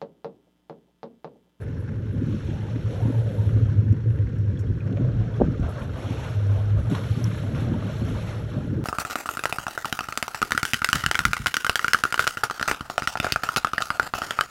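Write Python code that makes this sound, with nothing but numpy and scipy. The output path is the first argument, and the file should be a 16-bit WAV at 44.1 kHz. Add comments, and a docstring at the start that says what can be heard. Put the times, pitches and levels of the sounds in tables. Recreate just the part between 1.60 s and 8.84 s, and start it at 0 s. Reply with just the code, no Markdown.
"""An elephant in a shallow river, some way off, over a steady low background and the faint wash of the river.
At first its trunk sloshes and gurgles: each splash is a dull slosh, a wash of bubbles and a spray that rains back.
Wind buffets the microphone in puffs and gusts and keeps up a hollow rumble that swells into clean notes.
A few drops, ticks and rustles stand out; one hard thump falls just before 4 s.
Then the animal stamps and thrashes: legs plunge in with clouds of bubbles, among harder slaps and splashes."""
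import sys
import numpy as np
from scipy import signal
from scipy.io import wavfile

SR = 44100
rng = np.random.default_rng(int(sys.argv[2]) if len(sys.argv) > 2 else 0)


def persist_wave(psi):
    """Save psi, clipped to +-1, as 16-bit WAV."""
    counts = np.round(np.clip(psi, -1, 1) * 32767).astype(np.int16)
    wavfile.write(sys.argv[1], SR, np.atleast_2d(counts).T)


N = 319328
TIME = np.arange(N) / SR

# colour of the thrown water as it patters back: f/Hz, density/dB per Hz
SPRAY_SPECTRUM = [(1700, 7.5), (2200, 4.5), (3300, 6), (4200, 1), (5600, 2.5), (6500, -9.5), (8200, -11),
                  (10000, -41)]
# strength of the breeze, as the level of the hollow rumble it keeps up: t/s, level/dB
BREEZE_CURVE = [(0, -35.5), (.12, -35), (.4, -34.5), (.9, -33), (1.6, -30), (2.3, -24.5), (2.4, -34.5),
                (2.9, -29.5), (3.7, -28.5), (4.15, -40.5), (4.9, -42), (5.3, -30), (5.57, -34),
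                (5.68, -26.5), (6.0, -33.5), (6.7, -35), (7.24, -36.5)]


def from_db(db):
    """Decibels to gain."""
    return 10 ** (np.asarray(db) / 20)


def rms_one(x):
    """Scale to unit rms."""
    return x / np.sqrt(np.mean(x ** 2) + 1e-20)


def in_time(rows):
    """Each column of a curve table, at every sample."""
    s, *columns = np.transpose(rows)
    return [np.interp(TIME, s, column) for column in columns]


def at_hz(points, hz):
    """Read a spectrum on a log-frequency axis."""
    point_hz, point_db = np.transpose(points)
    return np.interp(np.log(hz), np.log(point_hz), point_db)


def drift(rate):
    """Slow chance with about this many turns a second; spread 1."""
    step = 40  # samples between slow values
    r = np.exp(-2 * np.pi * rate * step / SR)
    white = rng.standard_normal(N // step + 2002)
    slow = signal.lfilter([1], [1, -2 * r, r * r], white)[2000:]  # let the filter settle first
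    return np.interp(np.arange(N) / step, np.arange(len(slow)), rms_one(slow))


def resonate(x, hz, width_hz):
    """A resonance with gain 1 at its top."""
    r = np.exp(-np.pi * width_hz / SR)
    feedforward = np.array([1, 0, -1]) * (1 - r * r) / 2
    feedback = [1, -2 * r * np.cos(2 * np.pi * hz / SR), r * r]
    return signal.lfilter(feedforward, feedback, x + 1e-18)


def band(x, hz, width_hz):
    """A resonance passed twice: steep skirts."""
    return resonate(resonate(x, hz, width_hz), hz, width_hz)


def low_pass(x, hz):
    """Steep cut above hz."""
    return signal.sosfilt(signal.butter(8, hz, fs=SR, output="sos"), x)


def add(out, s, sound):
    """Mix a short sound in at time s."""
    start = max(0, round(s * SR))
    out[start:start + len(sound)] += sound[:max(0, N - start)]


def swell(s, length_s, attack_s, release_s):
    """Rise, hold until the length is over, then fall 60 dB in the release time."""
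    t = TIME - s
    rise = np.clip(t / attack_s, 0, 1)
    return rise * np.exp(-np.log(1000) * np.clip((t - length_s) / release_s, 0, 2))


def swells_db(rows, rise_share, release_s, rest_db):
    """Level in dB of overlapping swells (s, length s, dB) added to a resting level; longer ones build more slowly."""
    power = from_db(rest_db) ** 2
    for s, length_s, db in rows:
        power = power + (from_db(db) * swell(s, length_s, rise_share * length_s, release_s)) ** 2
    return 10 * np.log10(power)


def turbulence(spectrum, patchy_db, patch_rate):
    """Third-octave bands of noise that flicker partly together, partly alone; rms 1."""
    edges = 2 ** np.arange(np.log2(spectrum[0][0]), np.log2(spectrum[-1][0]), 1 / 3)
    white, together, out = rng.standard_normal((2, N)), drift(patch_rate), 0
    for k, low in enumerate(edges):
        high = min(low * 2 ** (1 / 3), .45 * SR)
        # neighbouring bands draw on different noises
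        noise = signal.sosfilt(signal.butter(2, [low, high], "band", fs=SR, output="sos"), white[k % 2])
        flicker_db = patchy_db * (together + drift(patch_rate)) / np.sqrt(2)
        out = out + noise * from_db(at_hz(spectrum, np.sqrt(low * high)) + flicker_db)
    return rms_one(out)


def bubbles(spectrum, per_s, cycles, spread_db, clump_db, count=16):
    """Bubbles of random size, each ringing for some cycles; those of one pitch come in clumps; rms 1."""
    sizes = from_db(spread_db * np.minimum(rng.exponential(1, N), 4)) * rng.choice([-1, 1], N)
    clicks = sizes * (rng.random(N) < per_s / SR)
    dealt, out = rng.integers(0, count, N), 0  # each click goes to one of count pitches
    for k, hz in enumerate(np.geomspace(spectrum[0][0], spectrum[-1][0], count)):
        clumped = clicks * (dealt == k) * from_db(clump_db * drift(33.0))
        ringing = rms_one(band(clumped, hz, 2 * hz / cycles))
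        # sqrt(hz): pitches lie wider apart as they rise, and the spectrum is per Hz
        out = out + ringing * np.sqrt(hz) * from_db(at_hz(spectrum, hz))
    return rms_one(out)


def background():
    """A dull steady drone of low noise, and the faint wash of the river farther off."""
    # colours of the drone and the far river: f/Hz, density/dB per Hz
    drone_spectrum = [(25, -29.5), (55, -10), (105, 5), (170, -11.5), (300, -15), (390, -20.5), (490, -9.5),
                      (620, -33)]
    far_spectrum = [(700, -3), (950, 4.5), (1150, -11), (1500, 6.5), (1900, -3.5), (2300, -5.5),
                    (4000, -22.5), (5600, -4.5), (7000, -43), (12000, -46.5)]
    drone = low_pass(turbulence(drone_spectrum, patchy_db=1.5, patch_rate=13.0), hz=540)
    far_river = turbulence(far_spectrum, patchy_db=3.5, patch_rate=64)
    return from_db(-32.0) * drone + from_db(-54.5) * far_river


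def water_levels():
    """Levels of wash, spray and mist: in each throw the wash builds a little faster, the spray and mist fade sooner."""
    # trunk and feet throw water, levels ahead of each layer's trim:
    # t/s, length/s, bubble wash level/dB, spray level/dB, fine mist level/dB
    throws = [(0.332, 0.68, -55, -62, -80.5), (0.591, 0.41, -48, -54, -74), (0.982, 0.45, -46.5, -54, -74),
              (1.218, 0.65, -49, -55, -67.5), (1.878, 0.23, -48, -57, -80), (3.186, 0.21, -48, -67, -101),
              (3.316, 0.36, -48.5, -59.5, -94), (3.61, 0.57, -45.5, -58, -86),
              (3.995, 0.19, -40.5, -56, -74), (4.175, 0.052, -44, -55.5, -71), (4.283, 0.42, -41, -48, -65),
              (4.629, 0.032, -40, -64, -71), (4.729, 0.37, -47, -55, -71.5), (4.878, 0.11, -41, -56.5, -75),
              (5.141, 0.19, -41, -54.5, -68), (5.288, 0.086, -38.5, -46, -61),
              (5.346, 0.44, -43.5, -48.5, -62.5), (5.797, 0.2, -40.5, -53, -68.5),
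              (5.937, 0.069, -38, -48, -65), (6.077, 0.21, -43, -55, -72), (6.154, 0.6, -40.5, -48.5, -65),
              (6.849, 0.2, -44.5, -55, -72), (7.14, 0.064, -47, -63, -81)]
    s, length_s, wash_db, spray_db, mist_db = np.transpose(throws)
    # a splash builds for a share of its length, then dies away to quiet lapping
    wash_shape = dict(rise_share=0.22, release_s=0.99)
    spray_shape = dict(rise_share=0.29, release_s=0.83)
    return (swells_db(zip(s, length_s, wash_db), **wash_shape, rest_db=-50.5),
            swells_db(zip(s, length_s, spray_db), **spray_shape, rest_db=-63.5),
            swells_db(zip(s, length_s, mist_db), **spray_shape, rest_db=-81))


def splashing(wash_db, spray_db, mist_db, hard_db=-44, churn_growth=4.6):
    """Big pockets of air slosh, small bubbles wash, and thrown water patters back as spray and mist."""
    # colours of slosh, wash, churn and mist: f/Hz, density/dB per Hz
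    slosh_spectrum = [(380, -16), (440, -13.5), (520, -4), (590, -4), (650, -11)]
    wash_spectrum = [(1100, -6.5), (1400, 4), (1600, 0), (1950, -24)]
    churn_spectrum = [(600, 9), (700, -1.5), (820, -3), (1000, -8.5), (1200, -1.5)]
    mist_spectrum = [(5000, -2), (5700, -3), (7500, 4.5), (9800, 6), (11200, 7.5), (11900, 3.5),
                     (12500, -15.5)]
    # the slosh has its own mean level and takes a share of the wash's swing
    slosh_db = -44.5 + 0.71 * (wash_db - wash_db.mean())
    pockets = bubbles(slosh_spectrum, per_s=600, cycles=22.3, spread_db=2.5, clump_db=4.5, count=24)
    slosh = from_db(slosh_db - 5.0) * pockets
    small = bubbles(wash_spectrum, per_s=900, cycles=43, spread_db=1.0, clump_db=1.0)
    wash = from_db(wash_db - 10.5) * small
    # only hard splashes drive enough air under to make the larger churning bubbles
    churn_db = wash_db + churn_growth * np.minimum(wash_db - hard_db, 0)
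    larger = bubbles(churn_spectrum, per_s=690, cycles=19.7, spread_db=4.0, clump_db=3.0, count=14)
    churn = from_db(churn_db - 7.5) * larger
    patter = bubbles(SPRAY_SPECTRUM, per_s=2400, cycles=32, spread_db=1.6, clump_db=2.0, count=44)
    hiss = turbulence(SPRAY_SPECTRUM, patchy_db=1.5, patch_rate=7.5)
    spray = from_db(spray_db) * (from_db(-4.5) * patter + from_db(-2.0) * hiss)
    fine = bubbles(mist_spectrum, per_s=6900, cycles=65, spread_db=1.5, clump_db=2.5, count=56)
    mist = from_db(mist_db + 4.5) * fine
    return low_pass(slosh, hz=635) + churn + wash + spray + mist


def dollops(per_s=45, fade_s=.012, share=.18):
    """Thrown water lands in dollops: a share of the sound comes in sudden swells that fade; rms 1."""
    landings = (rng.random(N) < per_s / SR) * rng.uniform(.5, 1, N)
    power = signal.lfilter([1], [1, -np.exp(-1 / (fade_s * SR))], landings + 1e-18)
    return np.sqrt(1 - share + share * power / power.mean())


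def plops(wash_db, level_db=-13, hard_db=-44):
    """Lone large bubbles stand out of the hard splashes with a clear, longer ring."""
    # colour of the plops: f/Hz, density/dB per Hz
    plop_spectrum = [(650, 2), (1300, 3.5), (1700, -14.5), (2300, -10.5), (3400, -18), (4300, -23)]
    lone = bubbles(plop_spectrum, per_s=260, cycles=30, spread_db=2.0, clump_db=1.5, count=36)
    return from_db(wash_db + level_db + .5 * np.minimum(wash_db - hard_db, 0)) * lone


def spatter(spray_db, level_db=-12, hard_db=-48, growth=0.3):
    """Heavy drops of a hard splash crack on the water one by one, each a short ring."""
    cracks = bubbles(SPRAY_SPECTRUM[:-2], per_s=160, cycles=12.0, spread_db=1.2, clump_db=0.0, count=12)
    return from_db(spray_db + level_db + growth * np.minimum(spray_db - hard_db, 0)) * cracks


def gurgles(churn_rate=90, level_db=-0.5, wander=.06, firm=.4):
    """A falling stream keeps a pocket of air ringing unevenly; its pitch moves as its size changes."""
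    # water runs off the trunk and churns pockets of air: t/s, length/s, level/dB ahead of the trim, f/Hz
    streams = [(0, 0.082, -42.5, 486.4), (0.547, 0.036, -39.5, 480), (0.89, 0.2, -51.5, 880),
               (1.266, 0.52, -41, 488), (1.325, 0.055, -46, 713), (1.414, 0.21, -50, 904),
               (1.594, 0.16, -40.5, 540), (1.804, 0.22, -39.5, 497), (1.766, 0.081, -49.5, 859),
               (3.285, 0.45, -51, 639), (3.349, 0.14, -42, 520)]
    out = 0
    for s, length_s, db, hz in streams:
        phase = 2 * np.pi * np.cumsum(hz * (1 + wander * drift(6))) / SR
        steady_part = (firm + drift(churn_rate)) * np.sin(phase)
        pocket = rms_one(steady_part + drift(churn_rate) * np.cos(phase))
        envelope = swell(s, length_s, attack_s=0.0087, release_s=0.15)
        out = out + from_db(db + level_db) * envelope * pocket
    return out


def rumble(wander=0.0539, flutter_db=3.0, width_hz=60, breathy_db=-7, surge_db=1, early_release_s=0.03005):
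    """Wind sets a hollow ringing: a low tone that wavers in rough air and holds clean in a surge."""
    # the rumble catches and swells into a clean note:
    # t/s, length/s ahead of the early release, level/dB ahead of the surge trim, f/Hz
    clean_notes = [(1.232, 0.077, -24, 106), (1.416, 0.047, -15, 113), (1.539, 0.098, -19.5, 115),
                   (1.633, 0.077, -23.5, 106), (1.775, 0.064, -17.5, 105.6), (1.849, 0.059, -16, 100.4),
                   (1.935, 0.075, -17, 103.5), (2.012, 0.05, -12, 110.6), (2.077, 0.047, -14, 96.4),
                   (2.168, 0.059, -13, 105), (2.295, 0.048, -9, 104.2), (2.451, 0.089, -17.5, 113.2),
                   (2.58, 0.088, -19.5, 104.5), (2.781, 0.09, -21.5, 101), (2.864, 0.066, -19.5, 100.7),
                   (2.991, 0.057, -20, 101.7), (3.083, 0.058, -22, 96.6), (3.323, 0.077, -26, 95.7),
                   (3.404, 0.12, -21.5, 127.4), (3.565, 0.07, -20.5, 109.5), (3.731, 0.042, -25.5, 108.4),
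                   (3.803, 0.027, -24, 104.3), (4.739, 0.12, -23, 102.6), (4.821, 0.17, -20.5, 100.8),
                   (4.977, 0.14, -23, 102.1), (5.085, 0.13, -19.5, 102.4), (5.261, 0.053, -20, 113.7),
                   (5.498, 0.045, -12.5, 106.4), (5.609, 0.09, -23, 118)]
    rest_hz, attack_s, release_s = 108.04, 0.022, 0.068
    breeze_db, = in_time(BREEZE_CURVE)
    rough = from_db(breeze_db) ** 2
    power, pull = rough, rough * rest_hz
    for s, length_s, db, note_hz in clean_notes:
        envelope = swell(s, length_s - early_release_s, attack_s, release_s)
        surge = (from_db(db + surge_db) * envelope) ** 2
        power, pull = power + surge, pull + surge * note_hz
    # the stronger of breeze and surge rules the pitch
    hz, unsteady = pull / power, rough / power
    phase = 2 * np.pi * np.cumsum(hz * (1 + wander * unsteady * drift(14.3))) / SR
    tone = np.sqrt(2) * np.sin(phase) * from_db(flutter_db * unsteady * drift(41))
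    air = unsteady * from_db(breathy_db) * rms_one(band(rng.standard_normal(N), 142.7, width_hz))
    return np.sqrt(power) * (tone + air)


def wind():
    """Large eddies sway the diaphragm, small ones buffet it in lumps; a gust may raise either or both."""
    # gusts on the microphone, levels ahead of the trims: t/s, length/s, buffeting level/dB, deep sway level/dB
    gusts = [(0.49, 0.28, -23.5, -34), (0.844, 0.084, -30, -29), (1.441, 0.046, -22.5, -42),
             (1.85, 0.25, -39, -28.5), (2.64, 0.052, -40.5, -24.5), (3.054, 0.072, -28.5, -22.5),
             (3.246, 0.17, -26, -46), (3.361, 0.37, -30.5, -30), (3.534, 0.053, -28, -27),
             (3.796, 0.11, -20.5, -29), (3.989, 0.028, -21.5, -18.5), (4.199, 0.087, -29, -26),
             (4.454, 0.059, -29.5, -45), (4.895, 0.19, -51, -31), (5.131, 0.071, -26.5, -19),
             (5.285, 0.049, -21, -39), (5.558, 0.076, -26, -45), (5.833, 0.44, -26, -34),
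             (6.385, 0.17, -27, -28.5), (6.886, 0.32, -25, -39)]
    # colours of the sway and the buffeting: f/Hz, density/dB per Hz
    sway_spectrum = [(22, -27.5), (35, -4.5), (58, -6), (75, 2), (110, -12)]
    buffet_spectrum = [(110, 5), (145, 4), (230, 0), (310, -5.5), (400, -23), (550, -33), (750, -37.5)]
    shape = dict(rise_share=0.19, release_s=0.26)
    # between the gusts, buffeting takes a share of the breeze's swing and the sway rests
    breeze_db, = in_time(BREEZE_CURVE)
    mean_db = breeze_db.mean()
    calm_db = mean_db + 0.55 * (breeze_db - mean_db) - 0.5
    buffet_db = swells_db([(s, length, db) for s, length, db, _ in gusts], **shape, rest_db=calm_db)
    sway_db = swells_db([(s, length, db) for s, length, _, db in gusts], **shape, rest_db=-36.5)
    sway = from_db(sway_db - 4.5) * turbulence(sway_spectrum, patchy_db=0.5, patch_rate=18)
    buffet = from_db(buffet_db - 4.5) * turbulence(buffet_spectrum, patchy_db=3.0, patch_rate=20.5)
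    return low_pass(sway + buffet, hz=589)


def rustles():
    """Dry stems slide over each other in short, scratchy strokes of thin noise."""
    # stems brush past close by: t/s, length/s, level/dB
    brushes = [(-0.002, 0.03, -64), (0.18, 0.04, -65), (0.503, 0.045, -71), (2.487, 0.056, -67),
               (3.711, 0.057, -71.5), (3.895, 0.044, -73), (4.082, 0.031, -59.5), (4.19, 0.033, -59.5),
               (7.023, 0.037, -72)]
    # colour of the stems: f/Hz, density/dB per Hz
    stem_spectrum = [(7000, -13), (9500, -1), (10800, -3), (11600, -6), (12500, -18)]
    strokes = sum(from_db(db) * swell(s, length_s, attack_s=.01, release_s=.16) for s, length_s, db in brushes)
    return strokes * turbulence(stem_spectrum, patchy_db=4.0, patch_rate=120)


def slaps(level_db=-3, smack_db=2, smack_cycles=2.5, burst_db=-2):
    """A flat blow on the water: a short smack on contact, then a broad burst that dies quickly."""
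    # slaps of feet and trunk on the water: t/s, level/dB ahead of the trims, f/Hz, ring (60 dB fall)/s
    blows = [(0.287, -46, 1300, 0.1), (1.159, -36, 1730, 0.032), (1.891, -35.5, 1410, 0.042),
             (2.325, -45, 1910, 0.021), (2.588, -39, 1530, 0.032), (3.269, -41, 520, 0.045),
             (3.3, -39, 1140, 0.026), (3.326, -44, 3030, 0.038), (3.371, -40, 1900, 0.044),
             (3.444, -39, 1012, 0.025), (4.029, -40.5, 2000, 0.042), (4.183, -46, 1184, 0.09),
             (4.217, -39.5, 2100, .06), (4.358, -30.5, 1010, 0.034), (4.571, -41, 1587, 0.051),
             (4.646, -40, 2290, 0.16), (4.899, -40, 1300, 0.038), (4.941, -37, 650.5, 0.04),
             (5.313, -40, 1110, 0.045), (5.332, -36, 1216, .05), (5.349, -24.5, 1080, 0.046),
             (5.35, -29, 3220, 0.037), (5.381, -31.5, 1198, 0.045), (5.438, -33, 1398, 0.042),
             (5.651, -34, 1070, 0.12), (5.714, -35, 1264, 0.087), (5.747, -34, 1240, 0.036),
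             (5.778, -33.5, 1300, 0.04), (5.835, -31, 600, 0.032), (5.948, -42, 2130, 0.059),
             (5.979, -36, 1408, 0.099), (6.136, -58, 1090, 0.13), (6.288, -34, 1110, 0.084),
             (6.549, -36, 1110, 0.08), (6.674, -43, 2010, 0.08), (6.727, -40, 1225, 0.039)]
    out, t = np.zeros(N), TIME[:SR // 5]
    for s, peak_db, hz, ring_s in blows:
        smack = np.sin(2 * np.pi * hz * t) * from_db(smack_db) * np.exp(-hz * t / smack_cycles)
        noise = rms_one(band(rng.standard_normal(len(t)), hz, .8 * hz))
        burst = noise * from_db(burst_db - 60 * t / ring_s)
        add(out, s, from_db(peak_db + level_db) * (smack + burst))
    return out


def puffs(rise_s=0.0043, level_db=-3, ragged_db=-10):
    """An eddy strikes the port: a short low whump with a ragged body."""
    # single puffs of wind: t/s, level/dB ahead of the trim, f/Hz
    eddies = [(0.616, -16.5, 240), (0.737, -16, 221), (0.884, -23, 326), (1.156, -18.5, 276),
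              (1.309, -22.5, 272), (1.478, -18, 260), (1.497, -17.5, 254), (1.959, -23, 255),
              (2.183, -28, 238), (2.324, -16, 237), (2.456, -24, 330), (3.093, -19, 229),
              (3.128, -29, 241.5), (3.326, -21.5, 238), (3.905, -23, 256), (4.011, -41, 189),
              (4.505, -19.5, 253.4), (5.319, -17, 239.6), (5.919, -17.5, 213), (6.069, -20, 240),
              (6.114, -16.5, 246), (6.158, -23, 194.5), (6.241, -16.5, 198), (6.414, -18, 228),
              (7.123, -15.5, 264.4), (7.174, -17, 326)]
    out, t = np.zeros(N), TIME[:SR // 10]
    envelope = t / rise_s * np.exp(1 - t / rise_s)
    for s, peak_db, hz in eddies:
        whump = np.sin(2 * np.pi * hz * t)
        ragged = rms_one(band(rng.standard_normal(len(t)), hz, hz))
        add(out, s, from_db(peak_db + level_db) * envelope * (whump + from_db(ragged_db) * ragged))
    return low_pass(out, hz=520)


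def drops(rise=0.44, splat_db=-12, level_db=-2):
    """A drop splats and leaves a bubble whose pitch climbs as it dies."""
    # single drops and large bubbles: t/s, level/dB ahead of the trim, starting f/Hz, ring (60 dB fall)/s
    lone_drops = [(0.905, -39, 1650, 0.022), (1.1, -52, 3000, .048), (1.404, -26.5, 714, 0.046),
                  (1.456, -35, 855, .05), (1.691, -46, 3330, .048), (1.783, -47, 720, 0.047),
                  (2.085, -39.5, 1060, 0.052), (2.188, -35, 566, 0.072), (2.973, -42, 3360, 0.024),
                  (3.068, -50, 3270, 0.036), (3.205, -38, 2450, 0.039), (3.371, -23, 565, 0.053),
                  (3.444, -30, 587, .06), (3.741, -40.5, 3370, 0.022), (3.851, -41, 1523, 0.071),
                  (4.594, -29, 955, 0.035), (4.695, -36, 1120, 0.035), (6.14, -29.5, 934, 0.059),
                  (6.297, -22.5, 602, 0.043), (6.564, -32, 910, 0.041), (6.758, -39, 652, .05),
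                  (6.801, -34, 854, 0.04), (6.949, -37, 1135, 0.046), (6.975, -28, 590, 0.068),
                  (7.02, -36, 810, .05), (7.1, -40, 1400, 0.037)]
    out, t = np.zeros(N), TIME[:SR // 10]
    for s, peak_db, hz, ring_s in lone_drops:
        bubble = np.sin(2 * np.pi * hz * t * (1 + rise * t))
        splat = from_db(splat_db) * rms_one(band(rng.standard_normal(len(t)), hz, hz / 2))
        opening = 1 - np.exp(-hz * t)
        add(out, s, opening * from_db(peak_db + level_db - 60 * t / ring_s) * (bubble + splat))
    return out


def ticks(level_db=-3, snap_hz=5900, snap_width_hz=6000, rise_s=0.00044):
    """Brief bright ticks near the microphone: a dry noise snap mixed with a clear ring."""
    # small sharp ticks: t/s, level/dB ahead of the trim, ring (60 dB fall)/s, share of clear ring/0-1
    close_ticks = [(2.326, -40, 0.016, 0.5), (2.785, -50, 0.036, 0.34), (2.991, -42, 0.054, 0.46),
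                   (2.998, -45, 0.025, 0.4), (3.008, -48, 0.045, 0.35), (3.999, -46, 0.033, 0.52),
                   (5.3, -37, 0.024, 0.29), (5.352, -46, 0.018, 0.23), (5.6422, -14, 0.006, 0.9),
                   (6.005, -43, 0.032, 0.18)]
    # what a tick rings with: f/Hz, relative level/dB
    ring_modes = [(5300, 7), (5600, 13), (5950, -13.5), (7300, -15), (9900, -18), (11000, -1.5),
                  (12300, -5)]
    out, t = np.zeros(N), TIME[:SR // 10]
    ring = rms_one(sum(from_db(db) * np.sin(2 * np.pi * hz * t) for hz, db in ring_modes))
    for s, peak_db, ring_s, clear in close_ticks:
        snap = rms_one(band(rng.standard_normal(len(t)), snap_hz, snap_width_hz))
        envelope = (1 - np.exp(-t / rise_s)) * from_db(peak_db + level_db - 60 * t / ring_s)
        add(out, s, envelope * (clear * ring + (1 - clear) * snap))
    return out


def thump(dull_hz=1050, rise_s=0.00022, level_db=1.5):
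    """Heavily damped shoves in quick succession, each setting the housing ringing briefly."""
    # a quick run of shoves on the microphone: t/s, level/dB ahead of the trim, f/Hz, ring (60 dB fall)/s
    shoves = [(3.8015, -13.5, 430, .03), (3.8025, -18, 130, .03), (3.8092, -18, 700, .016),
              (3.8118, -6, 310, .018), (3.817, -2, 490, .012), (3.8194, -1, 200, .013),
              (3.8243, -21, 380, .035), (3.8345, -9.5, 72, .04), (3.8432, -21, 480, .016)]
    # what the housing rings with at each shove: f/Hz, level against the shove/dB, ring (60 dB fall)/s
    housing_modes = [(330, -24, .04), (565, -24, .039), (1500, -32, .012)]
    out, knock, t = np.zeros(N), np.zeros(N), TIME[:SR // 10]
    housing = 0
    for hz, db, ring_s in housing_modes:
        housing = housing + from_db(db - 60 * t / ring_s) * np.sin(2 * np.pi * hz * t)
    for s, peak_db, hz, ring_s in shoves:
        push = (1 - np.exp(-t / rise_s)) * from_db(peak_db + level_db)
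        add(out, s, push * from_db(-60 * t / ring_s) * np.sin(2 * np.pi * hz * t))
        add(knock, s, push * housing)
    dulled = signal.sosfilt(signal.butter(3, dull_hz, fs=SR, output="sos"), out)
    return dulled + low_pass(knock, hz=1800)


def plunges(spread_octaves=0.393, cycles=22, rise=0.17, count=450, per_s=900, attack_s=.008, release_s=0.27):
    """A dense cloud of bubbles around a middle pitch, each climbing in pitch as it dies."""
    # a leg plunges in and drags a cloud of air under: t/s, length/s, level/dB, middle f/Hz
    legs = [(4.019, 0.081, -43.5, 616), (4.175, 0.033, -43, 1090), (4.356, 0.093, -41, 577.6),
            (4.467, 0.13, -42.5, 612), (4.64, 0.025, -42, 953), (4.944, 0.079, -44.5, 652.7),
            (5.319, 0.063, -43, 1108), (5.831, 0.036, -55, 558), (5.953, 0.14, -47, 639),
            (6.098, 0.17, -48.5, 558), (6.439, 0.15, -55, 630), (6.679, 0.099, -49.5, 1097)]
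    out, t = 0, TIME[:SR // 16]
    for s, length_s, db, middle_hz in legs:
        cloud = np.zeros(N)
        lates, sizes = rng.random(count), rng.uniform(-0.9, 1, count)
        octaves = spread_octaves * np.clip(rng.standard_normal(count), -2, 2)
        for k in range(count):
            turns = middle_hz * 2 ** octaves[k] * t
            envelope = (1 - np.exp(-turns)) * np.exp(-np.log(1000) * turns / cycles)
            bubble = envelope * np.sin(2 * np.pi * turns * (1 + rise * turns / cycles / 2))
            add(cloud, s - attack_s + (k + lates[k]) / per_s, sizes[k] * bubble)
        # rms 1 over the stretch that the bubbles fill
        cloud = rms_one(cloud) * np.sqrt(count / per_s * SR / N)
        out = out + from_db(db) * swell(s, length_s, attack_s, release_s) * cloud
    return out


def scene():
    """River and wind over the steady background."""
    wash_db, spray_db, mist_db = water_levels()
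    splashes = dollops() * splashing(wash_db, spray_db, mist_db) + plops(wash_db) + spatter(spray_db)
    river = splashes + gurgles() + slaps() + drops() + plunges()
    air = rumble() + wind() + puffs() + thump()
    return (background() + river + air + rustles() + ticks())[None]


def record(dry):
    """The deepest bass is rolled off, the housing cuts two narrow dips into the treble, and the top is cut off."""
    # narrow dips of the microphone housing: f/Hz, width/Hz
    dips = [(4870, 1080), (8900, 1800)]
    dry = signal.sosfilt(signal.butter(4, 34, "high", fs=SR, output="sos"), dry)
    for hz, width_hz in dips:
        dry = signal.lfilter(*signal.iirnotch(hz, hz / width_hz, fs=SR), dry)
    cutoff_hz = 13361
    return signal.sosfilt(signal.ellip(10, .3, 80, cutoff_hz, fs=SR, output="sos"), dry)


dry = scene()
out = record(dry)
persist_wave(out)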